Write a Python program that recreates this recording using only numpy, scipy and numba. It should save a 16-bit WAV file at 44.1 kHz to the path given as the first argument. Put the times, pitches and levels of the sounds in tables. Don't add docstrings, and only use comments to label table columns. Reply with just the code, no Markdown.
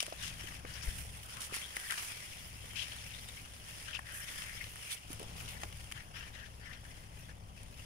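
import sys
import numpy as np
from scipy import signal
from scipy.fft import rfft, irfft, next_fast_len
from scipy.io import wavfile
from scipy.ndimage import uniform_filter1d
from numba import njit

SR = 44100
rng = np.random.default_rng(int(sys.argv[2]) if len(sys.argv) > 2 else 0)


def dump(signal):
    limited = np.clip(np.atleast_2d(signal).T, -1, 1)
    pcm = np.round(limited * 32767).astype(np.int16)
    wavfile.write(sys.argv[1], SR, pcm)


N = 346185
TIME = np.arange(N) / SR
PORT_LAG_S = .00041


# start in seconds, length in seconds, tearing, rubbing and sliding
# levels in relative dB, swell from start to end in dB, ring of the strip in Hz.
TUGS = [(0.0, 0.037, -61, -47.5, -51.5, -5, 1910), (0.186, 0.11, -54.5, -48, -56.5, 0, 1920),
        (0.392, 0.18, -57.5, -55.5, -62, -6.5, 1850), (0.666, 0.14, -56, -56, -60.5, -3, 1750),
        (0.829, 0.2, -55, -55, -55.5, -5.5, 1910), (1.128, 0.075, -69, -60.5, -66, 4, 1970),
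        (1.288, 0.1, -68, -54, -59, -6, 1500), (1.525, 0.095, -50, -49, -51, -5, 2050),
        (1.746, 0.17, -52, -63, -54.5, 0, 1870), (1.897, 0.1, -52.5, -52, -51, -2, 1680),
        (2.001, 0.08, -58, -55, -49, 0, 2100), (2.111, 0.32, -59, -55.5, -60, -7, 2020),
        (2.633, 0.12, -59, -65, -61, -1, 1980), (2.757, 0.23, -57, -51, -58, -1, 1900),
        (3.004, 0.23, -62, -54.5, -61, 0, 1900), (3.275, 0.12, -61, -58.5, -61.5, 1, 2100),
        (3.651, 0.21, -62, -57, -58, 1.5, 1890), (3.87, .1, -54, -51.5, -68, -5, 1730),
        (4.05, .2, -51.5, -54.5, -61.5, 1, 1830), (4.265, 0.17, -50.5, -52, -53, 0, 1950),
        (4.443, 0.21, -50.5, -56.5, -60.5, -2, 2090), (4.788, 0.12, -55, -54.5, -57, 5, 2180),
        (4.893, 0.039, -45.5, -58, -60, -2, 2240), (5.101, .03, -72, -70, -53.5, -3, 2300),
        (5.361, 0.13, -67, -56.5, -57.5, -1, 2200), (5.48, 0.057, -50, -63, -59.5, -4, 2160),
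        (5.605, 0.017, -51, -68, -55.5, -2, 2090), (5.76, 0.09, -66, -72, -61.5, 2, 2020),
        (5.947, 0.045, -50, -54.5, -64.5, -2, 1820), (6.145, 0.14, -54, -52.5, -66.5, -7, 1780),
        (6.331, 0.14, -59.5, -56.5, -74, -5, 1770), (6.62, 0.12, -52, -60.5, -79, 1.5, 1910),
        (6.83, .18, -61.5, -64, -67, 0, 1880), (7.134, .17, -67, -63.5, -67.5, 0, 1930),
        (7.566, 0.093, -73, -63, -69, -5, 1980), (7.763, 0.071, -61.5, -70, -65, -3, 1900)]
# time in seconds, relative level in dB.
HANDLING = [(0, -57.5), (.55, -56), (.62, -63.5), (.75, -58), (1.25, -59.5), (1.7, -54.5), (2.45, -58),
            (3.5, -59.5), (3.85, -58.5), (4.04, -63), (4.7, -57), (5.04, -61), (5.3, -58), (5.85, -60.5),
            (6.08, -64.5), (7.1, -64.5), (7.4, -69), (7.85, -62.5)]

def pull(attack_s=.025, release_s=.035, handling_mix_db=(-5, .5, -2)):
    power = from_db(in_time(HANDLING)[0] + np.array(handling_mix_db)[:, None]) ** 2
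    for s, length, *levels_db, swell_db, _ in TUGS:
        age = TIME - s
        attack = np.clip(age / attack_s + .5, 0, 1)
        hold = from_db(swell_db * (np.clip(age / length, 0, 1) - .5))
        release = np.exp(-np.clip(age - length, 0, 1) / release_s)
        power += (from_db(levels_db)[:, None] * attack * hold * release) ** 2
    return 10 * np.log10(power)


def tearing(fibres, level_db, rise_hz_per_s=680):
    glide = [(s + share * length, hz + rise_hz_per_s * length * (share - .5))
             for s, length, *_, hz in TUGS for share in (0, 1)]
    strip_hz = in_time(glide)[0] * np.exp(.048 * drift(35))
    strip = resonate(port_noise(alike=.47) * fibres, strip_hz, width_hz=604)
    return from_db(level_db) * at_ports(strip, [(900, 10.5), (1500, 3.5), (2400, -3), (4000, 15.5)])


# frequency in Hz, gain in dB.
RUB_EQ = [(500, -26), (1500, -22), (2100, -4), (2700, -1), (5500, -1.5), (7500, -11.5), (10000, -20),
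          (16000, -7)]

def rubbing(fibres, level_db):
    friction = port_noise(alike=.15) * fibres
    patch = resonate(port_noise(alike=.2) * fibres, 2850 * np.exp(.18 * drift(40)), width_hz=410)
    edge = resonate(friction, 5200 * np.exp(.14 * drift(30)), width_hz=770) * from_db(3.5 * drift(22))
    rings = from_db(-3) * at_ports(patch, RUB_EQ) + from_db(-12) * at_ports(edge, RUB_EQ)
    return from_db(level_db + 1.5) * rms_one(at_ports(friction, RUB_EQ) + rings)


# frequency in Hz, gain in dB.
SLIDE_EQ = [(500, -28), (1500, -9), (3000, -8.5), (5000, -2.5), (8000, -2), (16000, 0.5)]
# time in seconds, pan position (-10 is centre, higher is left).
SLIDE_PAN = [(0, -10.5), (.8, -11.5), (1.0, -21), (1.35, -13.5), (3.3, -12.5), (4.95, -14), (5.2, -9),
             (5.8, -11.5), (7.85, -11)]

def sliding(fibres, hairs, level_db):
    coarse = port_noise(alike=.087) * hairs * fibres ** .5
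    coarse = at_ports(coarse, SLIDE_EQ, [(9500, -2), (12000, -3)])
    fine = at_ports(port_noise(alike=.1) * hairs, [(6000, -36), (10000, -5), (12000, 3.5)])
    fine *= from_db(4.1 * drift(25) - 13.5)
    return from_db(level_db + 4.5) * (coarse + fine) * pan(1.1 * (in_time(SLIDE_PAN)[0] + 10))


# start in seconds, length in seconds, level in dB, body at 1.7 kHz in dB,
# treble at 9 kHz in dB, left over right in dB.
RIPS = [(0.224, 0.086, -44.5, -17, 1, 3), (0.75, 0.05, -50.5, -8, -13, 4), (0.823, 0.027, -50.5, -3, 1, 3),
        (1.404, 0.079, -43, -7, 6, -4), (1.545, 0.033, -41, -14, 4, -4),
        (1.975, 0.037, -39.5, -4.5, -6, -4), (2.757, 0.12, -45.5, -19, -10, 8),
        (3.942, 0.033, -46.5, -9, -9, 3), (4.905, 0.053, -46, -13, 6.5, -15.5),
        (6.183, 0.0083, -48, -17, -23, 0)]

def rips():
    out = np.zeros((2, N))
    grain = snaps(per_s=900, spread_db=1.8, decay_s=.0013, smooth=.5)
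    run = port_noise(alike=.079) * grain
    for s, length, level_db, body_db, treble_db, balance_db in RIPS:
        span, swell = stroke(s, length)
        tone = [(300, body_db - 15), (1700, body_db), (2800, 0),
                (5400, 3 + treble_db / 2), (9000, treble_db)]
        out[:, span] += from_db(level_db) * swell * at_ports(run[:, span], tone) * pan(balance_db)
    return out


# start in seconds, then level, body and treble in relative dB.
CRACKS = [(.0024, -20.5, -28, -21), (0.026, -28, -29, -7), (.0638, -33.5, -21, -10), (0.124, -39, -24, -27),
          (.521, -41, -4, -18), (.65, -38.5, 2, -16), (.8254, -40, -26, -22), (1.259, -42, -26, 1),
          (1.368, -36.5, -20, -12), (1.416, -33, -32, -10), (1.54, -30, -18, -8), (1.766, -26, -13, -9.5),
          (1.7972, -35, -18, -8), (1.9062, -27, -22, -13), (1.9205, -31.5, -25, -9),
          (3.286, -37.5, -19, -7), (3.9901, -31.5, 5.5, -2), (4.1205, -41, -13, 14),
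          (4.419, -33.5, -16, -23), (4.6402, -36.5, -25, -27), (4.7561, -38, -4, -1), (5.13, -35, -20, 5),
          (5.194, -37.5, -22, -7), (5.228, -40.5, -29, -10), (5.4868, -38, -29, -14),
          (5.6324, -30.5, -16.5, -17), (5.725, -41, -20, -12), (5.913, -38, -15, -12),
          (5.9199, -31, -19.5, -11.5), (6.2642, -49, -8, -5), (7.6306, -45, -24, -2)]

def cracks(yield_s=.0009, break_s=.002, decay_s=.0022, tail_s=.011, tail_db=-20):
    out = np.zeros((2, N))
    flurry = port_noise(alike=.54) * snaps(per_s=1800, spread_db=14, decay_s=.00046, smooth=.88)
    for s, level_db, body_db, treble_db in CRACKS:
        span = slice(max(int((s - .01) * SR), 0), int((s + .05) * SR))
        age = TIME[span] - s - break_s
        after = np.maximum(age, 0)
        attack = np.exp(np.minimum(age, 0) / yield_s)
        burst = attack * (np.exp(-after / decay_s) + from_db(tail_db) * np.exp(-after / tail_s))
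        tone = [(300, body_db - 1), (1100, body_db + 10), (1900, body_db + 16.5),
                (3000, .63), (5500, -1.3), (9000, treble_db + 11.5)]
        crack = at_ports(flurry[:, span] * burst, tone)
        out[:, span] += from_db(level_db - 3) * crack * np.sqrt(np.mean(burst ** 2))
    return out


# start in seconds, length in seconds, relative level in dB,
# then opening pitch, closing pitch and resonance width in Hz.
SQUEAKS = [(0.303, 0.024, -56, 2550, 2380, 350), (0.733, .03, -50, 5000, 5100, 1000),
           (0.82, .022, -47.5, 5050, 5200, 1000), (1.358, 0.084, -54.5, 1120, 1260, 600),
           (1.496, 0.07, -54.5, 1210, 1100, 800), (1.618, 0.068, -49.5, 3250, 3220, 350),
           (1.832, .06, -51, 1920, 1740, 400), (1.899, 0.043, -39, 1710, 1570, 700),
           (2.098, 0.05, -49, 2470, 2100, 400), (2.758, 0.014, -41.5, 2600, 2680, 500),
           (2.782, 0.068, -43, 2970, 2870, 700), (3.14, 0.022, -50.5, 3630, 3500, 250),
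           (3.28, 0.014, -50.5, 3620, 3600, 300), (3.367, .025, -54, 2170, 2120, 300),
           (3.932, 0.043, -41.5, 2770, 2700, 645), (4.53, 0.047, -54, 4700, 5370, 600),
           (4.609, 0.0092, -40, 2060, 2120, 300), (4.915, 0.022, -45.5, 3320, 3300, 600),
           (5.555, 0.019, -51.5, 1830, 1820, 250), (6.358, 0.028, -51, 1850, 1780, 350),
           (6.393, 0.09, -54, 1770, 1630, 350), (6.731, 0.023, -51.5, 2650, 2700, 1790),
           (7.284, 0.041, -55, 1740, 1690, 450), (7.786, .022, -55, 2780, 2780, 300)]

def squeaks():
    out = np.zeros((2, N))
    slips = port_noise(alike=.47) * snaps(per_s=560, spread_db=-7.5, decay_s=.002, smooth=.19)
    for s, length, level_db, start_hz, end_hz, width_hz in SQUEAKS:
        span, swell = stroke(s, length, rise_s=.0064, fall_s=.011)
        glide_hz = np.interp(TIME[span], [s, s + length], [start_hz, end_hz])
        ring = resonate(slips[:, span], glide_hz, width_hz)
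        out[:, span] += from_db(level_db - 4.5) * rms_one(ring * swell) * np.sqrt(np.mean(swell ** 2))
    return out * pan(17)


# start in seconds, level in dB, pitch in Hz.
KNOCKS = [(.028, -38, 634), (.080, -37.5, 596), (.124, -34.5, 690), (.44, -45.5, 362), (.52, -48, 620),
          (.649, -36, 487), (0.884, -42, 259), (1.524, -41, 397), (2.64, -45, 474), (3.991, -46, 1100),
          (5.104, -38, 290), (5.2, -37, 457), (5.214, -37.5, 450), (5.228, -41, 620), (5.634, -34.5, 830),
          (5.642, -41.5, 398)]

def knocks(ring_s=.0036, scuff_s=.007, scuff_db=-8):
    out, age = np.zeros((2, N)), TIME[:SR // 16]
    for s, level_db, hz in KNOCKS:
        ring = np.sin(2 * np.pi * hz * age) * np.exp(-age / ring_s)
        tone = [(hz / 4, -14), (hz / 2, -2), (hz * 1.1, 0), (hz * 3, -16), (hz * 12, -40)]
        scuff = rms_one(colour(port_noise(alike=.56, size=len(age)), tone)) * np.exp(-age / scuff_s)
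        start = int(s * SR)
        out[:, start:start + len(age)] += from_db(level_db) * (lag_left(ring) + from_db(scuff_db) * scuff)
    return out


# frequency in Hz, gain in dB.
POP_EQ = [(500, -6.5), (1700, -3), (3000, -1), (6000, -1), (10000, 1), (16000, 12)]

def pops(slide_db, per_s=60, spread_db=4.5, decay_s=.00073, relative_db=-6.5):
    sizes = from_db(spread_db * np.minimum(rng.exponential(1, N), 3))
    born = rng.random(N) < per_s / SR
    ticks = signal.lfilter([1], [1, -np.exp(-1 / (decay_s * SR))], sizes * born + 1e-18)
    return from_db(slide_db + relative_db) * at_ports(port_noise(alike=.32) * ticks, POP_EQ)


def silk(start_s=4.132, length_s=.069, level_db=-47):
    out = np.zeros((2, N))
    span, swell = stroke(start_s, length_s, rise_s=.006, fall_s=.12)
    threads = port_noise(alike=.16, size=len(swell)) * from_db(2 * drift(400)[span])
    tone = [(3000, -37), (8000, -11), (10500, -8), (12500, -5), (14000, -3), (15500, -20)]
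    out[:, span] = from_db(level_db) * swell * at_ports(threads, tone)
    return out * pan(1.7)


# time in seconds, relative level in dB.
GRIP_LEVEL = [(0, -64.5), (1.0, -63), (2.5, -65), (5.05, -65.5), (5.25, -60), (5.55, -60), (5.85, -65),
              (7.85, -65.5)]
# frequency in Hz, gain in dB.
HAND_EQ = [(100, 3.5), (280, -5), (600, 1), (900, -0.5), (1300, -5), (2500, -42), (8000, -45)]

def hand_friction():
    scrub = port_noise(alike=.66) * snaps(per_s=150, spread_db=2, decay_s=.0064, smooth=.53)
    return from_db(in_time(GRIP_LEVEL)[0] + 4.5) * rms_one(colour(scrub, HAND_EQ)) * pan(.98)


def wind_puff(at_s=.886, width_s=.0091, swing_hz=42, level_db=-27):
    age = TIME - at_s
    swell = np.exp(-(age / width_s) ** 2)
    return -from_db(level_db) * swell * np.sin(2 * np.pi * swing_hz * age) * pan(7.5)


# frequency in Hz, relative level in dB.
HUM_TONES = [(33, 1), (38, -15), (54.6, -0.5), (66.2, 5.5), (99.6, -1.5), (109.2, 3), (136.5, -8.5),
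             (164, -4)]
# frequency in Hz, gain in dB.
RUMBLE_EQ = [(12, 1), (28, -4.5), (70, -1.5), (130, 0.5), (190, -6.5), (260, -11), (400, -25), (1000, -64)]
# time in seconds, relative level in dB.
BED_LEVEL = [(0, -66.5), (.24, -55), (.79, -56), (1.0, -53.5), (1.3, -60.5), (1.92, -65), (2.45, -57.5),
             (3.6, -59), (4.15, -60.5), (4.65, -57), (4.96, -68), (5.12, -55), (5.45, -55), (5.9, -57),
             (7.85, -56.5)]

def far_hum():
    tones = np.zeros(N)
    for hz, db in HUM_TONES:
        gain = from_db(db + 1.7 * drift(3))
        wavering_hz = hz + .39 * drift(1.932)
        tones += gain * np.sin(2 * np.pi * np.cumsum(wavering_hz) / SR)
    hum = from_db(3) * rms_one(tones) * pan(5.8)
    rumble = rms_one(colour(port_noise(alike=.96), RUMBLE_EQ)) * pan(2.2)
    return from_db(in_time(BED_LEVEL)[0]) * (hum + rumble)


def air_flutter():
    flutter = colour(port_noise(alike=0), [(10, 7), (30, -17), (80, -3), (250, -23.5), (1000, -42)])
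    return from_db(in_time(BED_LEVEL)[0] - 10.5) * rms_one(flutter) * pan(6.5)


# frequency in Hz, gain in dB.
LEFT_PORT_EQ = [(300, -13), (1000, 4), (1700, 2.5), (2500, 0.5), (3250, -0.5), (3800, -7.5), (4400, -9),
                (5300, -6), (6500, -7.5), (8000, -13), (10000, -15), (11000, -21.5), (14000, -22),
                (15000, -36.5)]
RIGHT_PORT_EQ = [(300, 4.5), (1000, -5.5), (1500, -8.5), (3100, -9.5), (3900, -15), (5300, -11),
                 (6200, -12.5), (7800, -12), (9300, -5), (10000, -3.5), (11000, -11.5), (14000, -20.5),
                 (15000, -18.5)]

def at_ports(x, *curves):
    left = colour(x[0], LEFT_PORT_EQ, *curves)
    right = colour(x[1], RIGHT_PORT_EQ, *curves)
    return rms_one(np.array([left, right]))


def lag_left(x):
    return np.array([np.roll(x, round(PORT_LAG_S * SR)), x])


def port_noise(alike, size=N):
    shared, *own = rng.standard_normal((3, size))
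    return np.sqrt(alike) * lag_left(shared) + np.sqrt(1 - alike) * np.array(own)


def snaps(per_s, spread_db, decay_s, smooth):
    sizes = from_db(spread_db * np.minimum(rng.exponential(1, N), 4))
    born = rng.random(N) < per_s * from_db(2.2 * drift(70)) / SR
    energy = signal.lfilter([1], [1, -np.exp(-2 / (decay_s * SR))], sizes ** 2 * born + 1e-18)
    energy = uniform_filter1d(energy, size=SR // 1500)
    energy = energy / (uniform_filter1d(energy, size=SR // 10) + 1e-9)
    return np.sqrt(smooth + (1 - smooth) * np.abs(energy))


def stroke(s, length, rise_s=.0017, fall_s=.005):
    span = slice(int((s - .02) * SR), int((s + length + .06) * SR))
    corners_s = [s - rise_s, s + rise_s, s + max(length * .54, rise_s), s + length + fall_s]
    return span, np.interp(TIME[span], corners_s, [0, 1, 1, 0])


def resonate(x, hz, width_hz):
    step = 2 * np.sin(np.pi * hz / SR)
    damping = float(np.clip(width_hz / np.mean(hz), .01, 1))
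    return moving_resonance(moving_resonance(np.ascontiguousarray(x), step, damping), step, damping)


@njit
def moving_resonance(x, step, damping):
    out = np.zeros_like(x)
    for ch in range(2):
        low = band = 0.
        for i in range(x.shape[1]):
            low += step[i] * band
            band += step[i] * (x[ch, i] - low - damping * band)
            out[ch, i] = band
    return out


def colour(x, *curves):
    size = next_fast_len(x.shape[-1])
    log_hz = np.log(np.maximum(np.arange(size // 2 + 1) * SR / size, 1))
    db = sum(np.interp(log_hz, np.log(hz), gain_db) for hz, gain_db in map(np.transpose, curves))
    return irfft(rfft(x, size) * from_db(db), size)[..., :x.shape[-1]]


def drift(rate):
    knots = rng.standard_normal(4000)
    return rms_one(np.interp(TIME * rate, np.arange(len(knots)), knots))


def in_time(rows):
    s, *columns = np.transpose(rows)
    return [np.interp(TIME, s, c) for c in columns]


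def pan(balance_db):
    return from_db(np.array([[.5], [-.5]]) * balance_db)


def from_db(db):
    return 10 ** (np.asarray(db) / 20)


def rms_one(x):
    return x / np.sqrt(np.mean(x ** 2) + 1e-20)


def scene():
    tear_db, rub_db, slide_db = pull()
    fibres = snaps(per_s=520, spread_db=4.5, decay_s=.0064, smooth=.53)
    hairs = snaps(per_s=900, spread_db=3, decay_s=.0017, smooth=.58)
    peeling = tearing(fibres, tear_db) + rubbing(fibres, rub_db) + sliding(fibres, hairs, slide_db)
    accents = rips() + squeaks() + silk() + cracks() + knocks()
    background = far_hum() + air_flutter() + hand_friction() + wind_puff()
    return peeling + accents + pops(slide_db) + background


def record(dry, cutoff_hz=15600):
    return signal.sosfilt(signal.ellip(10, .2, 70, cutoff_hz, fs=SR, output="sos"), dry)


dry = scene()
out = record(dry)
dump(out)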